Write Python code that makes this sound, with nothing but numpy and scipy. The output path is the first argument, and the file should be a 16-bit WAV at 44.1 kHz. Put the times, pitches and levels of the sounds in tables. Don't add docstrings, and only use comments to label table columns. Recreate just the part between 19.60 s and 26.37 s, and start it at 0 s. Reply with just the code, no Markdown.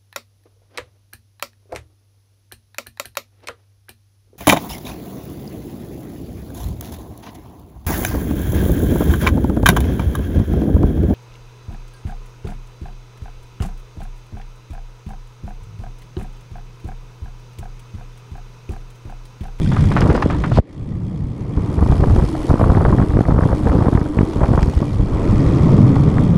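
import sys
import numpy as np
from scipy import signal
from scipy.io import wavfile
from scipy.ndimage import uniform_filter1d

SR = 44100
rng = np.random.default_rng(int(sys.argv[2]) if len(sys.argv) > 2 else 0)


def volts_from_db(level):
    exponent = np.asarray(level, float) / 20
    return 10 ** exponent


def wav_out(sig):
    wavfile.write(sys.argv[1], SR, np.round(np.clip(np.atleast_2d(sig).T, -1, 1) * 32767).astype(np.int16))


N = 298557


def rms_one(x):
    return x / np.sqrt(np.mean(x ** 2) + 1e-20)


def in_time(table):
    s, *columns = np.transpose(table)
    return [np.interp(np.arange(N) / SR, s, c) for c in columns]


def band(x, low_hz, high_hz):
    return signal.sosfilt(signal.butter(2, [low_hz, min(high_hz, .45 * SR)], "band", fs=SR, output="sos"), x)


def drift(rate):
    r = np.exp(-40 * np.pi * rate / SR)
    slow = signal.lfilter([1], [1, -2 * r, r * r], rng.standard_normal(N // 20 + 2002))[2000:]
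    return np.interp(np.arange(N) / 20, np.arange(len(slow)), rms_one(slow))


def ring(clicks, hz, t60):
    r, w = volts_from_db(-60 / (t60 * SR)), 2 * np.pi * hz / SR
    return signal.lfilter([0, np.sin(w)], [1, -2 * r * np.cos(w), r * r], clicks + 1e-18)


def cycle(t, hz, width):
    turns = t * hz - 1.3
    return -np.cos(2 * np.pi * turns) * np.exp(-(turns / width) ** 2)


def banded_noise(spectrum, shared_db, own_db, rate):
    hz, db = np.transpose(spectrum)
    edges = hz[0] * 2 ** np.arange(0, np.log2(hz[-1] / hz[0]) + .3, 1 / 3)
    out, together, white = 0, drift(rate), rng.standard_normal((2, N + 4000))
    for k, (low, high) in enumerate(zip(edges, edges[1:])):
        level_db = np.interp(np.log(low * high) / 2, np.log(hz), db)
        gain = volts_from_db(level_db + shared_db * together + own_db * drift(rate))
        out = out + band(white[k % 2], low, high)[4000:] * gain
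    return rms_one(out)


# [f/Hz, level/dB per Hz]
RUMBLE = [(11, -34), (18, 1), (70, 7.5), (107, 4), (190, -22.5), (250, -33), (320, -33), (550, -120)]
# [t/s, level/dB]
AIRFLOW = [(0, -17), (.3, -11), (.478, -22), (.57, -16.5), (.9, -15), (1.3, -15), (2.08, -16), (2.24, -20),
           (2.5, -7), (2.75, -24), (3.05, -13.5), (3.55, -24), (3.84, -15.5), (4.39, -25), (4.8, -18.5),
           (5.3, -16.5), (5.8, -16), (6.77, -18)]


def wind(gain_db, gust, eddies):
    rumble_db = in_time(AIRFLOW)[0] + gain_db - 6.8 * gust
    stirred = 1 + 2.3 * gust * uniform_filter1d(np.abs(eddies), size=1500)
    return volts_from_db(rumble_db) * stirred * banded_noise(RUMBLE, shared_db=2.2 * gust, own_db=6.5, rate=40)


# [f/Hz, level/dB per Hz]
ROAR = [(120, -24.5), (200, -4), (297, -8), (345, -6), (580, -15), (700, -21.5), (1180, -24), (1460, -58),
        (1900, -55), (2470, -53), (4180, -120)]


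def tyres(drum_db, roar_db, gust, eddies):
    drum = rms_one(band(band(rng.standard_normal(N), 66.7, 165.0), 92.4, 335)) * volts_from_db(2.2 * gust * drift(12.6))
    air_hz, air_width_hz = 296.5, 29
    hum = rms_one(band(rng.standard_normal(N), air_hz - air_width_hz / 2, air_hz + air_width_hz / 2))
    hum_gain = volts_from_db(-8 + 4.5 * gust + 1.7 * drift(14.0))
    roar = banded_noise(ROAR, shared_db=3.7 * gust, own_db=2.5, rate=43)
    flare = 1 + 3.3 * gust * uniform_filter1d(np.abs(eddies), size=500)
    sizes = volts_from_db(3.0 * np.minimum(rng.exponential(1, N), 3)) * rng.choice([-1, 1], N)
    grains = sizes * (rng.random(N) < 350 / SR) + 1e-18
    grit = rms_one(band(band(grains, 247, 1230), 260, 1260))
    contact = flare * volts_from_db(-1.5) * (roar + volts_from_db(-8.5) * gust * grit)
    return volts_from_db(drum_db) * drum + volts_from_db(roar_db) * (hum_gain * hum / flare + contact)


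# [f/Hz, level/dB per Hz]
PAWL_HISS = [(1410, -37), (2400, -2.5), (2910, -13), (3290, 4), (3890, -4), (5250, -5), (7130, -9),
             (7760, -8), (8380, -16), (9990, -13.5), (11900, -21), (13800, -26), (15000, -33)]
# [f/Hz, level/dB, t60/s]
HUB_MODES = [(1940, 0, .03), (2380, -2, .03), (3265, -3, .03), (3670, -8, .025), (4420, -5, .03),
             (5060, -5, .025), (7820, -9, .015), (9790, -11, .02), (10250, -11, .015), (13020, -21, .015)]
# [t/s, pawl clicks/(1/s)]
WHEEL = [(0.0, 69.6), (0.17, 67.3), (0.32, 59.5), (1.02, 50.2), (1.24, 62.9), (1.68, 63.0), (2.04, 74.5),
         (3.77, 84.4), (4.05, 96.7), (4.37, 85.3), (4.66, 85.9), (5.07, 76.2), (5.39, 77.8), (5.66, 86.8),
         (6.6, 74.0), (6.77, 76.0)]


def freewheel(hiss_db, buzz_db):
    tooth = np.cumsum(in_time(WHEEL)[0] * (1 + .012 * drift(8))) / SR
    at = np.flatnonzero(np.diff(np.floor(tooth)))
    chance = rng.standard_normal((len(at), 1 + len(HUB_MODES)))
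    clicks = np.zeros(N)
    clicks[at] = volts_from_db(1.8 * chance[:, 0])
    fall = np.exp(-1 / (.004 * SR))
    puff = rms_one(signal.lfilter([1], [1, -fall], signal.lfilter([.015], [1, -.985], clicks)))
    hiss = rms_one((.5 + puff) * banded_noise(PAWL_HISS, shared_db=.6, own_db=1.8, rate=45))
    buzz = rms_one((0.79 + puff) * band(band(rng.standard_normal(N), 1740, 2700), 1000, 2300))
    shell = 0
    for k, (hz, db, t60) in enumerate(HUB_MODES):
        struck = clicks.copy()
        struck[at] *= volts_from_db(db + 4.0 * chance[:, k + 1] + 2.5 * drift(7)[at])
        shell = shell + band(ring(struck, hz, t60), .95 * hz, 1.05 * hz)
    return volts_from_db(hiss_db) * (hiss + volts_from_db(-5.0) * rms_one(shell)) + volts_from_db(buzz_db) * buzz


def shade(hub, treble_db, spoke_db):
    treble, spokes = band(hub, 8450, 16900), band(hub, 3040, 3780)
    return hub + (volts_from_db(treble_db) - 1) * treble + (volts_from_db(spoke_db) - 1) * spokes


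def rush(level_db, gust):
    low_hz, high_hz = 677, 1400
    noise = band(band(rng.standard_normal(N), low_hz, high_hz), 1.15 * low_hz, high_hz)
    return volts_from_db(level_db - 17.5) * (1 - 0.23 * gust) * rms_one(noise)


# [t/s, level/dB, f/Hz]
CLACKS = [(.0613, -31, 1600), (.1172, -24, 1230), (.1671, -22, 1280), (.3155, -23, 1210),
          (.3651, -21, 1360), (.4215, -18, 960), (.623, -13.5, 1140), (.7023, -21.5, 1400),
          (.7477, -21, 1010), (.8385, -20, 1100), (.9613, -24, 1030), (2.191, -32, 800),
          (4.5885, -24, 1000), (4.613, -25, 1280), (4.835, -21.5, 1400), (5.027, -24, 885),
          (6.36, -20, 1140)]


def clacks():
    out, click = np.zeros(N), np.eye(1, 3000)[0]
    t60_s, modes = 0.033, [(0.97, 0), (1.7, -8), (2.9, -22)]
    for s, db, hz in CLACKS:
        at = round(s * SR)
        for ratio, mode_db in modes:
            out[at:at + len(click)] += volts_from_db(db + mode_db) * ring(click, hz * ratio, t60_s / ratio)
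    return out


# [t/s, rattle level/dB, t60/s, knock level/dB]
RATTLES = [(0.1181, -14, 0.21, -16.5), (0.165, -15.5, 0.38, -14), (0.24, -19, 0.031, -26),
           (0.316, -12, 0.12, -22), (0.365, -3.5, 0.14, -16), (.415, -5, 0.085, -22),
           (.498, -10, 0.14, -12), (0.5486, -12, 0.28, -6), (0.5758, -13, 0.03, -11.5),
           (0.623, 0, 0.055, -28), (0.699, -13, 0.27, -36), (0.837, -9, 0.14, -23),
           (0.916, -10, 0.055, -12), (2.3212, -14.5, 0.056, -14), (2.4386, -12, 0.017, -30),
           (4.8312, -18, 0.063, -10), (5.028, -11, 0.021, -28), (5.107, -37.5, 0.37, -41)]


def rattles():
    out, t = np.zeros(N), np.arange(6000) / SR
    hz = 1086
    for s, peak_db, t60, _ in RATTLES:
        sizes = volts_from_db(8.2 * np.minimum(rng.exponential(1, len(t)), 3)) * rng.choice([-1, 1], len(t))
        clicks = sizes * (rng.random(len(t)) < 3500 / SR) + 1e-18
        body = rms_one(band(band(clicks, .5 * hz, 1.49 * hz), 0.048 * hz, 2.8 * hz))
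        links = rms_one(band(clicks[::-1], 1400, 3560))
        fade = volts_from_db(peak_db - 12.5 - 60 * t / max(t60, .01)) * np.minimum(t / 0.00093, 1)
        at = round(s * SR)
        out[at:at + len(t)] += fade * (body + volts_from_db(-16.5) * links)
    return out


# [t/s, peak level/dB, brightness/dB]
STONES = [(0.4049, -26, 16), (0.4186, -21, 2), (0.4316, -28, -1), (0.4573, -17, -3),
          (0.4674, -11.5, -8), (0.9727, -5, -3), (2.1903, -14.5, -21), (2.2138, -25, -9),
          (2.2611, -15, -15), (2.3072, -19, -6), (2.3225, -35, -8), (2.3952, -24, -13),
          (2.4288, -28, -6), (2.4364, -9.5, -11), (2.506, -17, -7), (2.5612, -12, -13),
          (2.5857, -21, -1), (2.5954, -13, -14), (2.6218, -14.5, -11), (2.7509, -15, -8),
          (2.9029, -4.5, -16), (2.929, -16, -7), (2.938, -15, -6), (2.9456, -26, -7),
          (2.9563, -13.5, -13), (2.975, -16, -8), (2.9957, -7, -19), (3.0118, -4.5, -17),
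          (3.04, -7.5, 4.5), (3.0636, -25, -12), (3.1, -9, 1), (3.1212, -16, -4), (3.1494, -16, 12),
          (3.156, -12, -7), (3.1657, -28, -12), (3.173, -10.5, 7), (3.1826, -25, -12),
          (3.2004, -18, -9), (3.2081, -9.5, -12), (3.2229, -17, 2), (3.2325, -21, -9),
          (3.2412, -25, -4), (3.2506, -7.5, 11), (3.2592, -7, 4), (3.2873, -15, -10),
          (3.2953, -11.5, 4), (3.326, -8.5, 3), (3.3838, -9.5, 5), (3.3993, -8.5, -5),
          (3.417, -14.5, 7), (3.4244, -9, 0), (3.5043, -20, 9), (3.536, -23, 12), (3.57, -21, 11),
          (3.5887, -14, -4),
          (3.6056, -11, 3), (3.6529, -16, 8.5), (3.6837, -11, -13), (3.7076, -8, 3.5),
                 (3.7204, -13, 3), (3.7416, -19, -7), (3.7603, -15, -10), (3.7797, -11.5, -1),
                 (3.7868, -11, 6), (3.8086, -11.5, -2), (3.8241, -17, -5), (3.8341, -10.5, 3),
                 (3.8538, -17, -4), (3.8882, -16, 0), (3.9034, -15.5, 2), (3.9157, -14, -6),
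                 (3.9281, -8, -2), (3.9438, -21, -8), (4.0707, -10, 5.5), (4.0971, -19, 14),
                 (4.1178, -15, -7), (4.1507, -22, -2), (4.1662, -24, 1), (4.1863, -15, -5),
                 (4.2051, -10, -12), (4.2228, -8.5, 0), (4.2566, -12, -7), (4.2666, -8.5, -1),
                 (4.2814, -10.5, -3), (4.3305, -14, 3), (4.3421, -28, -5), (4.3512, -14, 8),
                 (4.363, -19, -14), (4.3744, -10.5, 6.5), (4.413, -19.5, 9.5), (4.4581, -19, -5),
                 (4.5875, -7, 6), (4.611, -13, -8), (4.8055, -18, 0), (4.815, -10.5, -2), (4.8365, -10, 0),
                 (4.8449, -12, -13), (4.8536, -19, -7), (4.8612, -18, 7), (4.9027, -24, -12),
                 (4.9152, -17, 3), (4.9345, -8, -7), (4.9486, -11.5, -15), (4.9752, -7, -11),
                 (4.9902, -10, -9), (5.0294, -9, 2), (5.085, -26, -8), (6.3629, -13, -0.5),
                 (6.5708, -15, -5), (6.5829, -17.5, 15.5),
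          (1.972, -21.5, -12), (2.284, -22, 0), (2.484, -18, -4), (2.898, -12, -8), (3.637, -20, -4),
          (4.244, -13, -5), (4.886, -22, 0), (5.083, -26, -8), (5.133, -21.5, -8), (5.175, -22.5, -10),
          (5.204, -25, -9), (5.226, -15.5, -13)]


def snaps():
    knocks = [(s, knock_db, -1) for s, _, _, knock_db in RATTLES]
    rows = knocks + STONES
    t, lead = np.arange(1800) / SR, .012
    out, spread = np.zeros(N + len(t)), volts_from_db(.8 * rng.standard_normal((len(rows), 2)))
    noise = band(band(rng.standard_normal((len(rows), len(t))), 317, 1190), 363, 1230)
    swell_s, fade_s = np.maximum(lead + 0.0024 - t, 0), np.maximum(t - lead - .003, 0)
    envelope = np.exp(-fade_s / 0.0036 - swell_s / 0.003)
    for (s, snap_db, bright_db), rough, (dull, sharp) in zip(rows, noise, spread):
        bright = volts_from_db(bright_db - 14.0) * cycle(t - lead - .0003, 1550 * sharp, 0.98)
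        snap = cycle(t - lead, 650 * dull, 0.27) + bright
        at = round((s - lead) * SR)
        out[at:at + len(t)] += volts_from_db(snap_db + 0.5) * (snap + volts_from_db(-9.5) * rms_one(rough) * envelope)
    slam_s, slam_db, slam_hz = .9862, 2.5, 560
    at = round((slam_s - 0.82 / slam_hz) * SR)
    out[at:at + len(t)] += volts_from_db(slam_db) * cycle(t, slam_hz, .6)
    return out[:N]


# [t/s, level/dB, t60/s]
SLAPS = [
    (0.244, -39, 0.032),
    (0.407, -31, 0.03),
    (.55, -43, .12),
    (.623, -40, 0.029),
    (5.026, -32.5, 0.033),
    (5.071, -66, 0.23),
]


def slaps():
    out, t = np.zeros(N), np.arange(6000) / SR
    for s, db, t60 in SLAPS:
        clicks = rng.standard_normal(len(t)) * (rng.random(len(t)) < 900 / SR) + 1e-18
        jingle = sum(rms_one(ring(clicks, hz, 0.0059)) for hz in (3380, 5030))
        tick = 0.91 * rms_one(band(clicks, 3100, 6200))
        at = round(s * SR)
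        out[at:at + len(t)] += volts_from_db(db - 60 * t / max(t60, .01)) * (jingle + tick)
    return out


# [t/s of the dip, swing level/dB, dip-to-push time/ms]
EDDIES = [(0.2984, -8, 3.6), (0.3056, -15, 3.0), (0.3875, -11, 5.4), (0.4098, -13.5, 4.8),
          (0.4268, -5.5, 2.6), (0.4524, -6, 2.3), (0.4943, -2.5, 3), (0.5074, -6, 5.4),
          (0.6507, -16, 3.6), (0.6628, -2.5, 2), (0.979, -5.5, 2.05), (0.991, -3, 4),
          (1.973, -6.5, 5.6), (2.1815, -7.5, 5.5), (2.2125, -6, 10), (2.2239, -1.5, 6.7),
          (2.2384, -9, 6.3), (2.2641, -9.5, 2.6), (2.2999, 1, 8.9), (2.3088, -3, 13),
          (2.3299, -4.5, 27), (2.3567, -16, 3.6), (2.3991, -6.5, 13), (2.4239, -7, 3.8),
          (2.4394, -12, 5), (2.4712, -8.5, 3.3), (2.501, -6.5, 20), (2.518, -24, 4.6),
          (2.5629, -10.5, 1.9), (2.5824, -2.5, 8.6), (2.6251, -5.5, 3.3), (2.6409, -7, 3.9),
          (2.899, -4, 16), (2.9129, -3, 3.5), (2.9411, -3, 1.64), (2.998, -9, 4.0),
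          (3.015, -5.5, 1.9), (3.0231, -17.5, 5.5), (3.033, -6, 12), (3.0569, -10.5, 4.7),
          (3.067, -5.5, 4.5), (3.0804, -13, 2.4), (3.0966, -1, 8.1), (3.1217, -3.5, 2.5),
          (3.1536, -11, 4.1), (3.1611, -8, 5.6), (3.1721, -0.5, 2.1), (3.1815, -8, 4.4),
          (3.2067, -8, 3.9), (3.2253, -16, 3.9), (3.2483, -7.5, 4.7), (3.2643, -16, 3.4),
          (3.2971, -8, 4.7), (3.326, -5, 3.6), (3.3384, -7.5, 5.7), (3.3483, -5.5, 2),
          (3.3808, -7, 3.3),
          (3.3896, -13, 3.3), (3.3971, -3, 3.1), (3.4159, -5.5, 2.6), (3.4273, -10.5, 7),
                 (3.4359, -7.5, 2.5), (3.496, -8, 5.2), (3.5385, -6.5, 5.4), (3.554, -10, 2.6),
                 (3.5616, -5, 7.3), (3.5704, -4.5, 1.74), (3.5908, -4, 1.5), (3.6093, -3, 2.1),
                 (3.6862, -5.5, 4.4), (3.694, -7, 1.8), (3.7092, -12, 3.5), (3.7226, -6, 4.1),
                 (3.7451, -7, 11), (3.778, -8, 3.8), (3.7914, -4.5, 1.75), (3.8248, -4.5, 3.7),
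                 (3.837, -12, 1.9), (3.8572, -2, 2.7), (3.9117, -9, 6.9), (3.9296, -11, 5.3), (4.06, -7, 4),
                 (4.074, -14, 4.2), (4.0931, -7, 8.8), (4.11, -8.5, 6.1), (4.1234, -15, 2.7),
                 (4.1524, -6.5, 4.0), (4.1707, -13, 2.5), (4.1875, -6, 3.1), (4.2127, -9, 4),
                 (4.222, -4.5, 3.5), (4.2695, -5.5, 3.7), (4.2852, -3.5, 1.54), (4.3292, -6, 3.1),
                 (4.352, 0, 3.3), (4.3783, -10, 5.5), (4.4157, -7, 3), (4.573, -9, 5.3),
                 (4.5908, -4.5, 2.5), (4.6099, -1.5, 2.3), (4.6316, -4, 2.4), (4.763, -9, 2.2),
                 (4.81, -17, 7.1), (4.833, -4.5, 5.3), (4.8892, -6, 3.1), (4.9082, -6, 3.7),
                 (4.9172, -4, 2.5), (4.948, -6, 5.7), (4.9789, -6, 2), (4.985, -6, 8.3), (5.0288, -3, 8.1),
                 (5.0799, -5.5, 3.9), (5.1734, -7, 5.9), (5.2196, -6, 2.5), (5.3995, -5, 10),
                 (6.48, -3, 2.7),
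          (0.432, -4, 6.2), (0.464, -9, 2.2), (2.695, -19, 2.2), (3.282, -7, 3), (3.762, -7, 3.1),
                (3.901, -12, 2.3), (3.947, -10, 3.2), (4.46, -17.5, 4), (4.782, -12, 5.7),
                (4.815, -6.5, 4.1), (4.934, -13.5, 2.2), (5.143, -23, 4), (5.204, -15, 1.3),
                (5.428, -11.5, 5.2)]


def thumps():
    out, t_ms = np.zeros(N + 4000), np.arange(-600, 2400) / SR * 1000
    for s, swing_db, ms in EDDIES:
        rise_ms, dip_ms = min(0.623 * ms, 2.56), min(0.3 * ms, 1.84)
        push = np.maximum(t_ms - ms + rise_ms, 0) / rise_ms
        dip = np.exp(-(t_ms / np.where(t_ms < 0, 1.3, 1) / dip_ms) ** 2)
        at = round(s * SR) - 600
        out[at:at + len(t_ms)] += volts_from_db(swing_db) * (0.81 * push * np.exp(1 - push ** 1.1) - 1.7 * dip)
    return signal.sosfilt(signal.butter(2, 38, "high", fs=SR, output="sos"), out[:N])


# [t/s, level/dB, f/Hz]
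THUDS = [
    (.421, -17, 446),
    (0.504, -3.5, 405),
    (.661, -1.5, 410),
]


def thuds():
    t = np.arange(N) / SR
    return sum(volts_from_db(db) * cycle(t - s + 1.0 / hz, hz, 0.83) for s, db, hz in THUDS)


# [start t/s, length/s, level/dB, f/Hz]
HUMS = [(0.468, 0.13, -35, 300), (2.66, 0.18, -26.5, 305), (3.93, 0.13, -24, 304.4),
        (4.137, 0.085, -23, 294.3), (4.48, 0.058, -23.5, 305), (4.64, .08, -19, 310),
        (5.763, 0.13, -20.5, 298), (6.028, 0.12, -21, 265), (6.176, 0.087, -17, 250),
        (6.28, 0.091, -13, 256), (6.442, .08, -21, 240), (6.556, 0.092, -19, 250)]


def hums():
    t, waver = np.arange(N) / SR, np.cumsum(1 + 0.0406 * drift(23.8)) / SR
    out = np.zeros(N)
    for s, length, db, hz in HUMS:
        swell = np.sin(np.pi * np.clip((t - s) / length, 0, 1)) ** 0.51
        out += volts_from_db(db) * swell * np.sin(2 * np.pi * hz * waver)
    return volts_from_db(4.0 * drift(30)) * out


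def spray():
    start_s, top_s, end_s = .915, .968, .986
    swell = np.interp(np.arange(N) / SR, [start_s, top_s, end_s, end_s + .002], [0.13, 0.93, 1.0, 0.027])
    return volts_from_db(-36) * swell * rms_one(band(rng.standard_normal(N), 1600, 4640))


def ducking(slower):
    duck_s, fall_s, release_s = 1, 0.0015, 0.076
    t = np.arange(N) / SR
    onset = np.clip((t - duck_s) / fall_s, 0, 1)
    dip = -16 * onset * np.exp(-(np.maximum(t - duck_s, 0) / (slower * release_s)) ** 3)
    held = -11.5 * onset * np.interp(t, [1.74, 2.37], [1, 0])
    return dip, held


# [t/s of the dip, level/dB]
SOFT_EDDIES = [(5.7296, -1), (5.7928, -6.0), (5.8162, -11), (6.0364, -7), (6.0739, -4), (6.1003, -8),
               (6.1308, -4), (6.1434, -1), (6.158, -7), (6.177, -1), (6.1918, 0), (6.2069, -2), (6.2326, 0.5),
               (6.2978, -3), (6.327, -11), (6.3388, -4), (6.3782, -10), (6.404, -2), (6.4655, 0), (6.644, -6.5),
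               (6.6959, -3.5), (6.7068, -7), (6.713, -5), (6.72, -7.0), (6.7312, -1), (6.76, 1), (6.766, -11)]


def soft_eddies():
    t, hz = np.arange(N) / SR, 151
    return sum(volts_from_db(db - 1.5) * cycle(t - s + 1.25 / hz, hz, 0.56) for s, db in SOFT_EDDIES)


# [t/s, gustiness/0-1]
GUST = [(0, .6), (.95, .6), (1.05, .35), (2.05, .35), (2.25, 1), (5.3, 1), (5.6, .2), (6.77, .25)]
# [t/s, carcass load level/dB, knob scrub level/dB]
GROUND = [(0, -16, -36.5), (.26, -12, -36), (.46, -22.5, -25.5), (.6, -30, -28), (.86, -18, -35),
          (1.2, -15, -35), (1.5, -10.5, -33), (2.05, -17.5, -29), (2.33, -18.5, -28), (2.72, -29.5, -30.5),
          (3.2, -23.5, -26), (3.57, -25, -32), (4.2, -27, -26), (4.5, -34, -31), (4.93, -30.5, -29.5),
          (5.42, -20.5, -35), (5.54, -22.5, -30), (6.05, -11.5, -27), (6.77, -16, -30.5)]
# [t/s, level/dB, treble level/dB, spoke band level/dB]
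HUB = [(0, -45, 0.5, 6), (.5, -43, 0.5, 0.5), (.75, -49, 0, 3.5), (2.9, -45.5, 4.5, -2), (3.6, -52, 4, .5),
       (4.15, -48.5, 4, 0), (4.5, -51.5, 3.5, 1.5), (5.1, -46, 2, -2), (5.44, -51, 1, .5),
       (5.9, -45.5, -2, .5), (6.77, -49, 1, 4)]


def scene():
    gust, = in_time(GUST)
    load_db, scrub_db = in_time(GROUND)
    hub_db, treble_db, spoke_db = in_time(HUB)
    dip, held = ducking(1)
    bass_db = held + 1.35 * ducking(1.95)[0]
    roar_db = scrub_db + 11.5 - 8.6 * gust + held + 0.61 * ducking(1.24)[0]
    buzz_db = 2 + hub_db + 0.094 * (scrub_db - hub_db) - 6.9 * gust + held + 0.21 * dip
    eddies = thumps() + snaps()
    air = wind(bass_db, gust, eddies) + eddies + rush(roar_db + 0.49 * held, gust)
    hub = shade(freewheel(hub_db + held + dip, buzz_db), treble_db, spoke_db)
    ground = tyres(load_db + bass_db, roar_db, gust, eddies) + thuds() + hums() + spray() + soft_eddies()
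    frame = clacks() + rattles() + slaps()
    return (air + hub + ground + frame)[None]


def band_limit(x):
    return signal.sosfilt(signal.butter(12, 15150, fs=SR, output="sos"), x)


def record(dry):
    dip_hz, width_hz = 11600, 1850
    notched = signal.lfilter(*signal.iirnotch(dip_hz, dip_hz / width_hz, fs=SR), dry)
    heard = 0.33 * dry + 0.58 * notched
    rounded = 1.1 * np.tanh(heard)
    finished = signal.sosfilt(signal.cheby2(6, 40, 15700, fs=SR, output="sos"), rounded)
    return band_limit(finished)


dry = scene()
out = record(dry)
wav_out(out)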